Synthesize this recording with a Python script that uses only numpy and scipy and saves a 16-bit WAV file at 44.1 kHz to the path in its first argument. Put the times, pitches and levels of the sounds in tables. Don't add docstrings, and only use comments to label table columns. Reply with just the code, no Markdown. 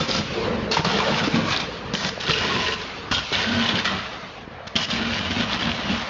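import sys
import numpy as np
from scipy import signal
from scipy.io import wavfile
from scipy.ndimage import uniform_filter1d

SR = 44100
rng = np.random.default_rng(int(sys.argv[2]) if len(sys.argv) > 2 else 0)


def invert_db(x):
    u = np.asarray(x, float) / 20
    return 10 ** u


def unload_wav(signal):
    wavfile.write(
        sys.argv[1],
        SR,
        np.round(np.clip(np.atleast_2d(signal).T, -1, 1) * 32767).astype(np.int16),
    )


N = 268715


def evened(x):
    return x / np.sqrt(np.mean(x ** 2) + 1e-20)


def read(points, hz):
    f, value = np.transpose(points)
    return np.interp(np.log(hz + 1), np.log(f + 1), value)


def add(mix, s, sound):
    part = mix[round(s * SR):][:len(sound)]
    part += sound[:len(part)]


def colour(x, points):
    db = read(points, abs(np.fft.fftfreq(8192, 1 / SR)))
    log_gain = np.log(invert_db(np.maximum(db, -100)))
    taps = np.fft.ifft(np.exp(np.conj(signal.hilbert(log_gain)))).real[:4096]
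    return signal.oaconvolve(x, taps)[:len(x)]


def band(x, lo_hz, hi_hz, order=3):
    sos = signal.butter(order, [lo_hz, hi_hz], "band", fs=SR, output="sos")
    return evened(signal.sosfilt(sos, x))


def resonate(x, hz, width):
    r = np.exp(-np.pi * width / SR)
    return evened(signal.lfilter([1], [1, -2 * r * np.cos(2 * np.pi * hz / SR), r * r], x))


def flicker(seconds):
    size = round(seconds * SR)
    smooth = uniform_filter1d(uniform_filter1d(rng.standard_normal(N), size), size)
    return np.clip(evened(smooth), -2, 2)


def sparks(per_s, spread_db, hiss):
    size = invert_db(spread_db * np.minimum(rng.exponential(1, N), 5)) * rng.choice([-1., 1.], N)
    return evened(size * (rng.random(N) < per_s / SR)) + hiss * rng.standard_normal(N)


def mottled(x, patchy_db):
    z = signal.stft(x, nperseg=1024, noverlap=768)[2]
    patches = uniform_filter1d(rng.standard_normal(z.shape), size=4, axis=0)
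    patches = uniform_filter1d(patches, size=7, axis=1)
    patches = evened(uniform_filter1d(patches, size=3, axis=0))
    return signal.istft(z * invert_db(patchy_db * patches), nperseg=1024, noverlap=768)[1][:N]


# frequency in Hz, reverberation time T60 in seconds.
RETURN_DECAY = [(100, 0.7), (1000, 0.71), (3000, 0.48), (7000, 0.44)]


def surrounds(x):
    taps = np.zeros(SR)
    at = np.arange(400, SR - 20, 20)
    taps[at + rng.integers(0, 20, len(at))] = rng.choice([-1., 1.], len(at))
    hz, t, z = signal.stft(taps, SR, nperseg=256)
    decay = invert_db(-60 * t / read(RETURN_DECAY, hz)[:, None])
    tail = signal.istft(z * decay, SR, nperseg=256)[1]
    return signal.fftconvolve(x, tail / np.linalg.norm(tail))[:N]


# time in seconds, level in dB, brightness in dB.
ROLLING_LEVEL = [(0, -34, 2.5), (.26, -38, 5), (.45, -31, -1), (.68, -31.5, -6.5), (.83, -46, 9.5),
                 (1.3, -36, 4.5), (1.69, -38, 1.5), (1.92, -33.5, -6), (2.14, -39.5, 2), (2.8, -38, 3.5),
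                 (3.09, -35.5, -3.5), (3.27, -43.5, 11.5), (3.84, -37, 3.5), (4.3, -38.5, -1.5),
                 (4.46, -40.5, -7), (4.6, -39, -12), (4.731, -40, -6), (6.09, -33.5, -0.5)]
# frequency in Hz, density in dB per Hz.
ROLLING_COLOUR = [(15, -29.5), (25, -13), (180, -8.5), (368, -14.5), (456, -4.5), (579, -5.5),
                  (1430, -14.5), (4490, -22.5), (7400, -36.5), (9620, -88.5), (16300, -120)]
HISS_DB, TOP_DB, TOP_PER_BRIGHT = -0.9, -14, 1.66
RUMBLE_DB, RUMBLE_PER_LEVEL, RUMBLE_SPREAD = 5, 0.43, 0.54
BOGIE_PASSES_S, TRACK_M, SPEED_M_S = 0.71, 5.4, 6.4


def rolling():
    s, *columns = np.transpose(ROLLING_LEVEL)
    t = np.arange(N) / SR
    body_db, bright_db = (np.interp(t, s, c) for c in columns)
    hiss_db = body_db + HISS_DB + bright_db
    top_db = body_db + TOP_DB + TOP_PER_BRIGHT * bright_db
    rumble_db = body_db[0] + RUMBLE_PER_LEVEL * (body_db - body_db[0]) + RUMBLE_DB
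    along = SPEED_M_S * (t - BOGIE_PASSES_S) / TRACK_M
    rumble_db -= RUMBLE_SPREAD * 10 * np.log10(1 + along ** 2)

    x = mottled(sparks(per_s=5000, spread_db=0.0, hiss=1.2), patchy_db=2.1)
    x = colour(x, ROLLING_COLOUR)
    body = band(x, 620, 2550, order=2) * invert_db(body_db + 0.58 * flicker(0.064))
    hiss = band(x, 2050, 3870, order=1) * invert_db(hiss_db)
    hiss += band(x, 3160, 6800, order=2) * invert_db(top_db)
    hiss *= invert_db(flicker(0.045))
    rumble = band(x, 30, 643) * invert_db(rumble_db + 0.66 * flicker(0.067))
    rails = band(x, 540, 880, order=2) * invert_db(-45.5)
    return body + hiss + rumble + rails


# start in seconds, peak level in dB, ring in Hz, decay time T60 in seconds.
WHEEL_KNOCKS = [(0.311, -28.5, 186, 0.0095), (3.735, -24.5, 102, 0.08), (0.769, -6, 934, 0.033),
                (0.792, -12, 153, 0.041), (1.274, -10.5, 281, 0.054), (1.343, -18, 261, 0.025),
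                (1.377, -24, 220, 0.043), (2.1765, -12, 585, 0.013), (2.293, -11.5, 150, 0.029),
                (3.318, -14, 414, 0.02), (4.379, -29, 762, 0.023), (4.455, -31, 678, 0.017),
                (4.545, -29, 750, .03), (4.584, -27, 805, .02), (4.604, -27, 584, 0.026),
                (4.477, -9.5, 237, 0.0055), (4.7545, -15.5, 215, 0.06)]


def knocks():
    out, t = np.zeros(N), np.arange(3000) / SR
    for s, db, hz, t60 in WHEEL_KNOCKS:
        envelope = invert_db(db + 0.5 - 60 * t / t60) * np.minimum(t / .0015, 1)
        add(out, s, envelope * np.sin(2 * np.pi * hz * t))
    return out


# time in seconds, level in dB, howl in Hz.
HIDDEN_HOWL = [
    (.3, -30, 486),
    (.338, -33, 450),
    (.376, -37, 448),
    (.456, -30, 490),
    (.604, -31, 474),
    (.638, -34, 477),
    (.67, -32, 547),
    (.72, -32.5, 490),
]
DRONE_DB, DRONE_DB_PER_S = -7.5, 23


def hidden_arc():
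    s, *columns = np.transpose(HIDDEN_HOWL)
    t = np.arange(s[0], s[-1], 1 / SR)
    howl_db, hz = (np.interp(t, s, c) for c in columns)
    drone_db = howl_db + DRONE_DB + DRONE_DB_PER_S * (t - s[0])
    drive = sparks(per_s=820, spread_db=2.5, hiss=0.5)[:len(t)]
    turn = np.exp(2j * np.pi * np.cumsum(hz) / SR)
    r = np.exp(-np.pi * 220 / SR)
    ring = turn * signal.lfilter([1], [1, -2 * r, r * r], drive / turn)
    howl = invert_db(howl_db) * evened(ring.real + .002 * drive)
    drone = invert_db(drone_db) * resonate(drive, hz=210, width=33)
    out = np.zeros(N)
    add(out, s[0], (howl + drone) * signal.windows.tukey(len(t), .04))
    return out


# middle in
# seconds, peak level in dB, ring in Hz, length in ms.
HOLLOW_POPS = [(0.006, -22.5, 1278, 7.7), (0.0155, -24, 3531, 15), (0.097, -30, 1350, 15.0),
               (0.1093, -27.5, 5254, 9.0), (0.1127, -26, 4810, 16), (0.7206, -25, 2710, 6.7),
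               (0.534, -28, 490, 20), (0.7772, -27.5, 2060, 14.0), (0.8518, -20, 1135, 8.9),
               (0.876, -16, 174.4, 15.0), (1.013, -26.5, 856, 15), (1.08, -26, 877, 19),
               (1.207, -23, 1470, 10), (1.3443, -13.5, 212, 6.0), (1.384, -21.5, 290, 20),
               (2.299, -17.5, 1317, 4.6), (2.307, -24, 3840, 10), (2.312, -26, 1824, 6.0),
               (2.32, -23, 4080, 8.0), (2.3382, -17, 2840, 7.0), (2.3846, -26, 2905, 8.8),
               (2.5158, -23.5, 1090, 26.0), (2.5535, -26, 2650, 11), (2.377, -26, 453, 20),
               (2.6936, -23, 1870, 7.8), (2.7238, -26, 2860, 8), (3.402, -28.5, 2142, 16),
               (3.1498, -24, 3660, 14.0), (3.153, -22, 3224, 18), (3.1885, -25, 1498, 11),
               (3.331, -28, 1513, 6.6), (3.342, -25, 2246, 22), (3.3332, -25, 4060, 14),
               (3.342, -21, 2900, 12.0), (3.3539, -27, 3550, 8.1), (3.6404, -24, 2970, 5.7),
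               (3.65, -26.5, 1033, 30), (3.6617, -20.5, 2980, 5.7), (3.6921, -17, 3360, 5.0),
               (3.7885, -23, 1610, 5), (3.8795, -23, 1410, 9.0), (3.8835, -20, 3100, 4.0),
               (4.7629, -11, 3130, 2.7), (4.757, -16.5, 3050, 2.5), (4.7688, -26, 4540, 5.7),
               (4.85, -24.5, 2820, 12.0), (4.9138, -26, 3630, 10), (4.9143, -23.5, 2910, 15),
               (5.631, -19, 3359, 3.9), (5.902, -25, 196, 26),
               (0.009, -26, 520, 11), (0.135, -24, 199, 25), (0.382, -25.5, 355, 42),
                 (0.385, -26, 457, 40), (0.478, -23.5, 498, 28), (0.865, -24, 150.5, 30),
                 (0.952, -20.5, 190, 10.8), (0.655, -27, 213, 50), (0.988, -19, 443, 9),
                 (1.005, -19, 1022, 11.1), (1.037, -26, 470, 10), (1.068, -24, 559, 24),
                 (1.1, -22, 191, 24), (5.372, -20.5, 239, 21.5), (3.55, -27.5, 95.4, 40),
                 (1.155, -22, 172, 12.7), (5.268, -29, 90.5, 25), (3.521, -28, 1440, 20),
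                 (1.397, -27, 518, 19.5), (1.514, -24, 1265, 10), (1.539, -26, 1647, 14),
                 (2.307, -28, 455, 34), (2.487, -30.5, 438, 21), (2.587, -23, 191, 15),
                 (3.123, -24.5, 1460, 17), (3.124, -27.5, 1050, 11.4), (3.49, -22, 224, 35),
                 (3.575, -20, 231.3, 60), (3.61, -30, 1480, 40), (4.934, -21, 213, 12.2),
                 (5.79, -27, 234, 17)]


def pops():
    events = HOLLOW_POPS
    out, rough = np.zeros(N), rng.standard_normal((len(events), 6000))
    for (s, db, hz, ms), noise in zip(events, rough):
        t = np.arange(min(round(2 * ms * SR / 1000), 6000)) / SR
        wobble = 1 + 0.3 * evened(uniform_filter1d(noise, size=60))[:len(t)]
        tone = np.hanning(len(t)) * wobble * np.sin(2 * np.pi * hz * t)
        add(out, max(s - ms / 1000, 0), invert_db(db) * tone)
    return out


# peak time in seconds, peak level in dB, ring in Hz.
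ICE_SNAPS = [(0.114, -6.5, 3830), (0.724, -11, 4310), (0.7437, -11, 4440), (0.7734, -10, 1130),
             (0.8495, -5, 900), (1.1934, -15, 2670), (1.2021, -8.5, 1890), (1.5644, -12, 3880),
             (1.5749, -7, 4500), (1.6037, -12, 2330), (1.953, -9.5, 2300), (2.0339, -16, 2800),
             (2.0489, -12, 2370), (2.0917, -18.5, 4010), (2.2109, -13, 3530), (2.2452, -21.5, 2840),
             (2.2813, -7, 3250), (2.3013, -10, 4220), (2.3089, -5.5, 2890), (2.3365, -9, 2630),
             (2.3418, -7, 2630), (2.3875, -9.5, 2710), (2.487, -12.5, 1290), (2.5236, -14, 2540),
             (2.5649, -8, 1890), (2.5941, -18, 3270), (2.6072, -19, 2540), (2.6732, -10.5, 2970),
             (2.7239, -14, 2920), (2.8175, -15, 3960), (3.1168, -6.5, 1550), (3.1265, -6.5, 1290),
             (3.1499, -6, 3190), (3.1832, -13, 3060), (3.1918, -13, 3530), (3.3306, -10, 3660),
             (3.3379, -12, 2870), (3.3539, -8, 3770), (3.3932, -12, 2500), (3.4053, -13, 2000),
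             (3.4295, -14, 3880), (3.4449, -9, 1810), (3.6266, -9, 3100), (3.692, -7, 3270),
             (3.7597, -9, 3160), (3.7904, -7.5, 3530), (3.855, -7.5, 2330), (3.8831, -16, 3010),
             (4.6771, -19, 3450), (4.7624, -7, 3100), (4.7668, -12.5, 2710), (4.7988, -12.5, 3140),
             (4.8364, -12.5, 2970), (4.8466, -13, 3010), (5.1442, -14.5, 4910), (5.3161, -8, 3230),
             (5.5327, -6, 3530), (5.7175, -7, 2920)]
SNAP_DB, SNAP_RISE_MS, SNAP_FALL_MS = -1.5, .25, 0.31


def snaps():
    out, ms = np.zeros(N), np.arange(-88, 400) / SR * 1000
    shape = np.where(ms < 0, np.exp(ms / SNAP_RISE_MS), np.exp(-ms / SNAP_FALL_MS))
    for k, (s, db, hz) in enumerate(ICE_SNAPS):
        sign = (-1) ** k
        add(out, s - .002, sign * invert_db(db + SNAP_DB) * shape * np.cos(2 * np.pi * hz * ms / 1000))
    return out


# start in seconds, peak level in dB, centre in Hz, length in ms.
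CURRENT_FLARES = [(0.187, -20, 3680, 3.2), (0.714, -11.5, 4380, 29), (0.8468, -11.5, 4470, 11),
                  (1.144, -6, 2920, 4.5), (1.1812, -17, 2480, 7.4), (1.231, -26, 4000, 2.7),
                  (1.3457, -11, 2530, 4.4), (1.563, -8.5, 3830, 11), (1.6062, -24, 2480, 5.7),
                  (1.9378, -20, 3580, 2.3), (1.9516, -6, 3000, 3.6), (2.0488, -4.5, 2670, 2.8),
                  (2.0928, -4.5, 3430, 1.3), (2.267, -9.5, 3720, 4.1), (2.2969, -7.5, 2900, 6.1),
                  (2.3083, -6, 2760, 2.4), (2.374, -17, 2810, 6.4), (3.115, -19, 2850, 12),
                  (3.1313, -16, 3300, 1.5), (3.1495, -26, 2910, 6.9), (3.183, -8, 3240, 1.8),
                  (3.661, -10, 3150, 2.5), (3.6878, -18, 3430, 1.7), (3.755, -9, 3200, 8.4),
                  (3.8525, -14, 3400, 3), (4.678, -21, 4200, 2.4), (4.7562, -10, 3100, 4.1),
                  (4.765, -4.5, 3200, 7.9), (4.82, -20, 2910, 4), (5.613, -16, 3400, 1.9)]
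PUSH_DB, PUSH_DB_PER_S = -4, -4


def flares():
    out, t = np.zeros(N), np.arange(2000) / SR
    noise = rng.standard_normal((len(CURRENT_FLARES), len(t)))
    u = t / 0.0002
    pulse = u * (2 - u) * np.exp(-u) * 2
    for (s, db, hz, ms), n in zip(CURRENT_FLARES, noise):
        shape = np.minimum(t / 0.00016, 1) * np.exp(-t * 1000 / ms)
        crack = evened(resonate(n, hz, width=0.093 * hz) + .5 * band(n, 730, 4700)) * shape
        push = invert_db(PUSH_DB + PUSH_DB_PER_S * s) * pulse
        add(out, s - .001, invert_db(db - 11.5) * (crack + push))
    return out


# frequency in Hz, width in Hz, level in dB.
PLACE_HOLLOWS = [
    [(559, 54, 14.5), (1373, 46, 7), (4500, 270, -18.5)],
    [(488, 58, 15), (966, 220, 4), (1410, 120, -13.5), (2840, 240, -9), (4380, 300, -21.5)],
    [(333, 30, 0.5), (1170, 68, -3), (1640, 95, -7), (2500, 370, -7), (3550, 220, -18.5)],
    [(1930, 300, -3), (3400, 100, -8)],
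    [(442, 82, 3.5), (1050, 67, 2), (1506, 36, -4.5), (1900, 200, -17.5), (2850, 390, -18),
     (3360, 110, -22.5)],
    [(1060, 23, -24), (1453, 67, 6), (1970, 19, -9), (2910, 300, 0), (3230, 450, -4.5)],
    [(700, 120, -2), (1050, 130, 4.5), (1556, 47, 7.5), (1890, 200, -8), (3100, 600, -7),
     (3500, 250, -10.5)],
    [(1360, 120, -0.5), (1940, 250, -7)],
    [(2920, 180, -4), (3200, 280, -10), (3530, 37, -10), (4250, 86, -35)],
    [(720, 240, -15), (1085, 42, 14), (2910, 810, 6)],
]
WAVER_DB, WAVER_S = 3, .02


def hollow_rings(drive, wide, place, waver):
    rings = 0
    for k, (hz, width, db) in enumerate(PLACE_HOLLOWS[place]):
        broad = width + 0.039 * hz
        ring = resonate(resonate(drive[wide], hz, broad), hz, broad)
        rings = rings + invert_db(db) * np.sqrt(width) * ring * waver[wide - k * SR // 5]
    return evened(rings)


# frequency in Hz, density in dB per Hz.
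BARE_ARC_COLOUR = [(15, -38), (25, -8), (86, -1), (129, -1.5), (223, 1.5), (305, -12.5), (435, -8),
                   (514, -7), (1050, -8.5), (1240, -7), (1470, -10), (2050, -15), (2920, -13.5),
                   (5300, -17), (7400, -31.5), (9620, -47), (16300, -120)]
# time in seconds, current in dB, stretch in dB.
FAINT_ARCS = [
    [(0.0, -32, 14), (0.014, -33.5, 4), (0.026, -32, 6.5), (0.062, -40, -2)],
    [(2.81, -46, -14), (2.82, -34, -26), (2.85, -43, -1)],
    [(4.668, -40.5, 7), (4.674, -35, 3), (4.678, -34, -21), (4.69, -51, -2)],
]
# time in seconds, current in dB, stretch in dB.
BROKEN_ARCS = [
    [(0.075, -44, -2.5), (0.085, -30.5, 3.5), (0.177, -31, 0), (0.183, -26.5, 1), (0.199, -31, 5),
     (0.225, -37, 4)],
    [(0.713, -26, 6), (0.717, -27.5, -9.5), (0.765, -29, -21), (0.773, -22, -10.5), (0.801, -29.5, 5),
     (0.815, -45, 2)],
    [(1.936, -30.5, 8), (1.952, -32.5, -1.5), (1.966, -35.5, -20.5), (2.056, -30, 4.5), (2.098, -32, -12),
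     (2.105, -50, -3)],
    [(3.112, -21.5, 3), (3.15, -26, -24), (3.176, -27, -7.5), (3.184, -27.5, -4.5), (3.215, -32, -21)],
    [(4.754, -31, 6.5), (4.764, -21, -9), (4.776, -30.5, -6.5), (4.818, -27, -4.5), (4.852, -28, -36.5),
     (4.862, -37, -13)],
]
# time in seconds, current in dB, stretch in dB.
NEAR_ARCS = [
    [(0.845, -26, 7), (0.847, -27.5, -1.5), (1.077, -28.5, -3.5), (1.143, -29.5, 4), (1.195, -25.5, -9),
     (1.223, -35, 10.5), (1.239, -25, 0), (1.277, -30, -6.5), (1.292, -36, 8)],
    [(1.3, -41.5, 5), (1.36, -27, 1), (1.38, -33.5, 10.5), (1.452, -33, 4), (1.528, -22.5, -10),
     (1.588, -38.5, 14), (1.602, -27, -8), (1.646, -36, 5), (1.665, -58, 10)],
    [(2.2, -30, -9.5), (2.21, -32, -28), (2.262, -33, -0.5), (2.3, -23.5, -7), (2.342, -28.5, -25),
     (2.352, -27, -9.5), (2.562, -27.5, -1.5), (2.74, -28, -10.5), (2.77, -44, -26.5)],
]
# time in seconds, current in dB, stretch in dB.
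LEAVING_ARCS = [
    [(3.325, -20.5, -6), (3.331, -24.5, -9), (3.431, -27, -9.5), (3.457, -29, -2.5), (3.567, -28, -3),
     (3.711, -25, -6.5), (3.739, -32, 9), (3.795, -23.5, -7), (3.835, -42, -9)],
    [(3.844, -31, -10), (3.854, -21.5, -10), (3.94, -33, 1.5), (3.984, -31.5, -4), (4.03, -35, -16),
     (4.106, -40, -11), (4.136, -40.5, -8), (4.16, -45, -13), (4.2, -61, -11)],
]
# time in seconds, current in dB, stretch in dB.
FAR_ARCS = [
    [(4.884, -37, 8.5), (4.906, -25, -12), (5.006, -31, 7), (5.038, -30, -1), (5.19, -27, -7.5),
     (5.206, -30.5, 2), (5.256, -28, -6.5), (5.288, -33, 0), (5.299, -31, -6)],
    [(5.297, -32, 1), (5.311, -25, 2), (5.333, -28, -5), (5.363, -29.5, 5), (5.405, -26, -1),
     (5.473, -35, -2.5), (5.525, -24, -0.5), (5.581, -33, 0), (5.59, -35, -9)],
    [(5.588, -32, -2), (5.628, -26.5, 0.5), (5.682, -30, 6), (5.758, -30.5, -7), (5.772, -32.5, 0),
     (5.944, -29, 0.5), (5.994, -35.5, -25), (6.014, -30, -1.5), (6.093, -45, -7)],
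]
PLACE_STARTS = [0, .6, 1.296, 1.8, 2.15, 3.0, 3.27, 3.9, 4.4, 4.875]
# ringing of its hollows as a ratio 0-2, deep thunder as a ratio 0-1,
# pit boom as a ratio 0-2, spit in dB, body in dB.
PLACE_ACOUSTICS = [
    (0.58, 0.3, 0.24, 0, -2.5),
    (0.4, 0.11, 0.089, -8, 1),
    (0.29, 0.23, 0.12, -7, -1.5),
    (.18, 0.17, 0.16, -0.5, -1.5),
    (0.7, 0.3, 0.08, -8.5, -1.5),
    (0.97, 0.65, 0.41, -9, -1.5),
    (0.27, 0.19, 0.33, -11, -2.5),
    (0.22, 0.17, .5, -13, -2),
    (0.21, 0.17, 0.35, -7.5, -3),
    (0.07, 0.31, 0.46, -10, -4.5),
]
PIT_SHARE, PIT_MS = 0.14, 2.347
USUAL_DB = -27
SPIT_PER_CURRENT, SPIT_PER_STRETCH = 1.25, -0.21
BODY_PER_CURRENT, BODY_PER_STRETCH, DEEP_PER_STRETCH = 0.76, 0.31, 0.33
STRIKE_DB, STRIKE_S = 4, 0.028
THUMP_DB, THUMP_S = 4.5, 0.0022
CLOSEST_S, CLOSEST_DB, CLOSEST_WIDTH_S = 1.054, 3.5, 0.056


def arcs():
    drive = sparks(per_s=3200, spread_db=3.0, hiss=0.63)
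    drive = drive * invert_db(0.7 * flicker(0.0025) + flicker(0.031))
    drive = mottled(drive, patchy_db=1.98)
    direct = colour(drive, BARE_ARC_COLOUR)
    back = np.roll(signal.lfilter([.45], [1, -.55], direct), round(PIT_MS * SR / 1000))
    lowest = resonate(drive, hz=220, width=76) * invert_db(2.4 * flicker(0.057))
    waver = invert_db(WAVER_DB * flicker(WAVER_S))
    out = np.zeros(N)
    for rows in FAINT_ARCS + BROKEN_ARCS + NEAR_ARCS + LEAVING_ARCS + FAR_ARCS:
        s, *columns = np.transpose(rows)
        place = np.searchsorted(PLACE_STARTS, s[-1]) - 1
        ringing, deep, boom, place_spit_db, place_body_db = PLACE_ACOUSTICS[place]
        at = np.arange(round(s[0] * SR), min(round(s[-1] * SR), N))
        t, age = at / SR, at / SR - s[0]

        fizz_db, stretch_db = (np.interp(t, s, c) for c in columns)
        over_db = fizz_db - USUAL_DB
        thump_db = THUMP_DB * np.exp(-age / THUMP_S)
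        spit_db = USUAL_DB + place_spit_db + SPIT_PER_CURRENT * over_db + SPIT_PER_STRETCH * stretch_db
        spit_db += STRIKE_DB * np.exp(-age / STRIKE_S)
        body_db = USUAL_DB + place_body_db + BODY_PER_CURRENT * over_db + BODY_PER_STRETCH * stretch_db
        body_db += thump_db + CLOSEST_DB * np.exp(-((t - CLOSEST_S) / CLOSEST_WIDTH_S) ** 2)
        roar_db = fizz_db + stretch_db + thump_db
        deep_db = fizz_db + DEEP_PER_STRETCH * stretch_db + thump_db

        wide, tail = np.arange(max(at[0] - 2000, 0), at[-1] + 1), -len(at)
        x = evened(direct[wide] - PIT_SHARE * back[wide])
        x = x + ringing * hollow_rings(drive, wide, place, waver)
        sound = invert_db(fizz_db) * band(x, 1640, 3760)[tail:]
        sound += invert_db(spit_db) * band(x, 4030, 8700)[tail:]
        sound += invert_db(body_db) * band(x, 353, 1675)[tail:]
        sound += invert_db(roar_db) * evened(band(x, 126.0, 374)[tail:] + boom * lowest[at])
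        sound += invert_db(deep_db) * deep * band(x, 11, 130)[tail:]
        edge = np.minimum(np.minimum(at - at[0], (at[-1] - at) / 4) / (0.002 * SR), 1)
        out[at] += sound * edge
    return out


def scene():
    far = rolling()
    near = knocks() + hidden_arc() + pops() + snaps() + flares() + arcs()
    return (near + invert_db(-9.5) * surrounds(near) + far)[None]


def low_pass(x):
    return signal.sosfilt(signal.butter(12, 9200, fs=SR, output="sos"), x)


CAPSULE_SR = 16000


def record(dry):
    x = signal.sosfilt(signal.butter(3, 42, "high", fs=SR, output="sos"), dry[0])
    x = signal.oaconvolve(x, signal.firwin(105, 7150, window=("kaiser", 8), fs=SR), "same")
    x = x * (1 + invert_db(0.56) * np.cos(2 * np.pi * CAPSULE_SR * np.arange(N) / SR))
    x = signal.oaconvolve(x, signal.firwin(125, 8350, window=("kaiser", 9), fs=SR), "same")
    return low_pass(x[None])


dry = scene()
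out = record(dry)
unload_wav(out)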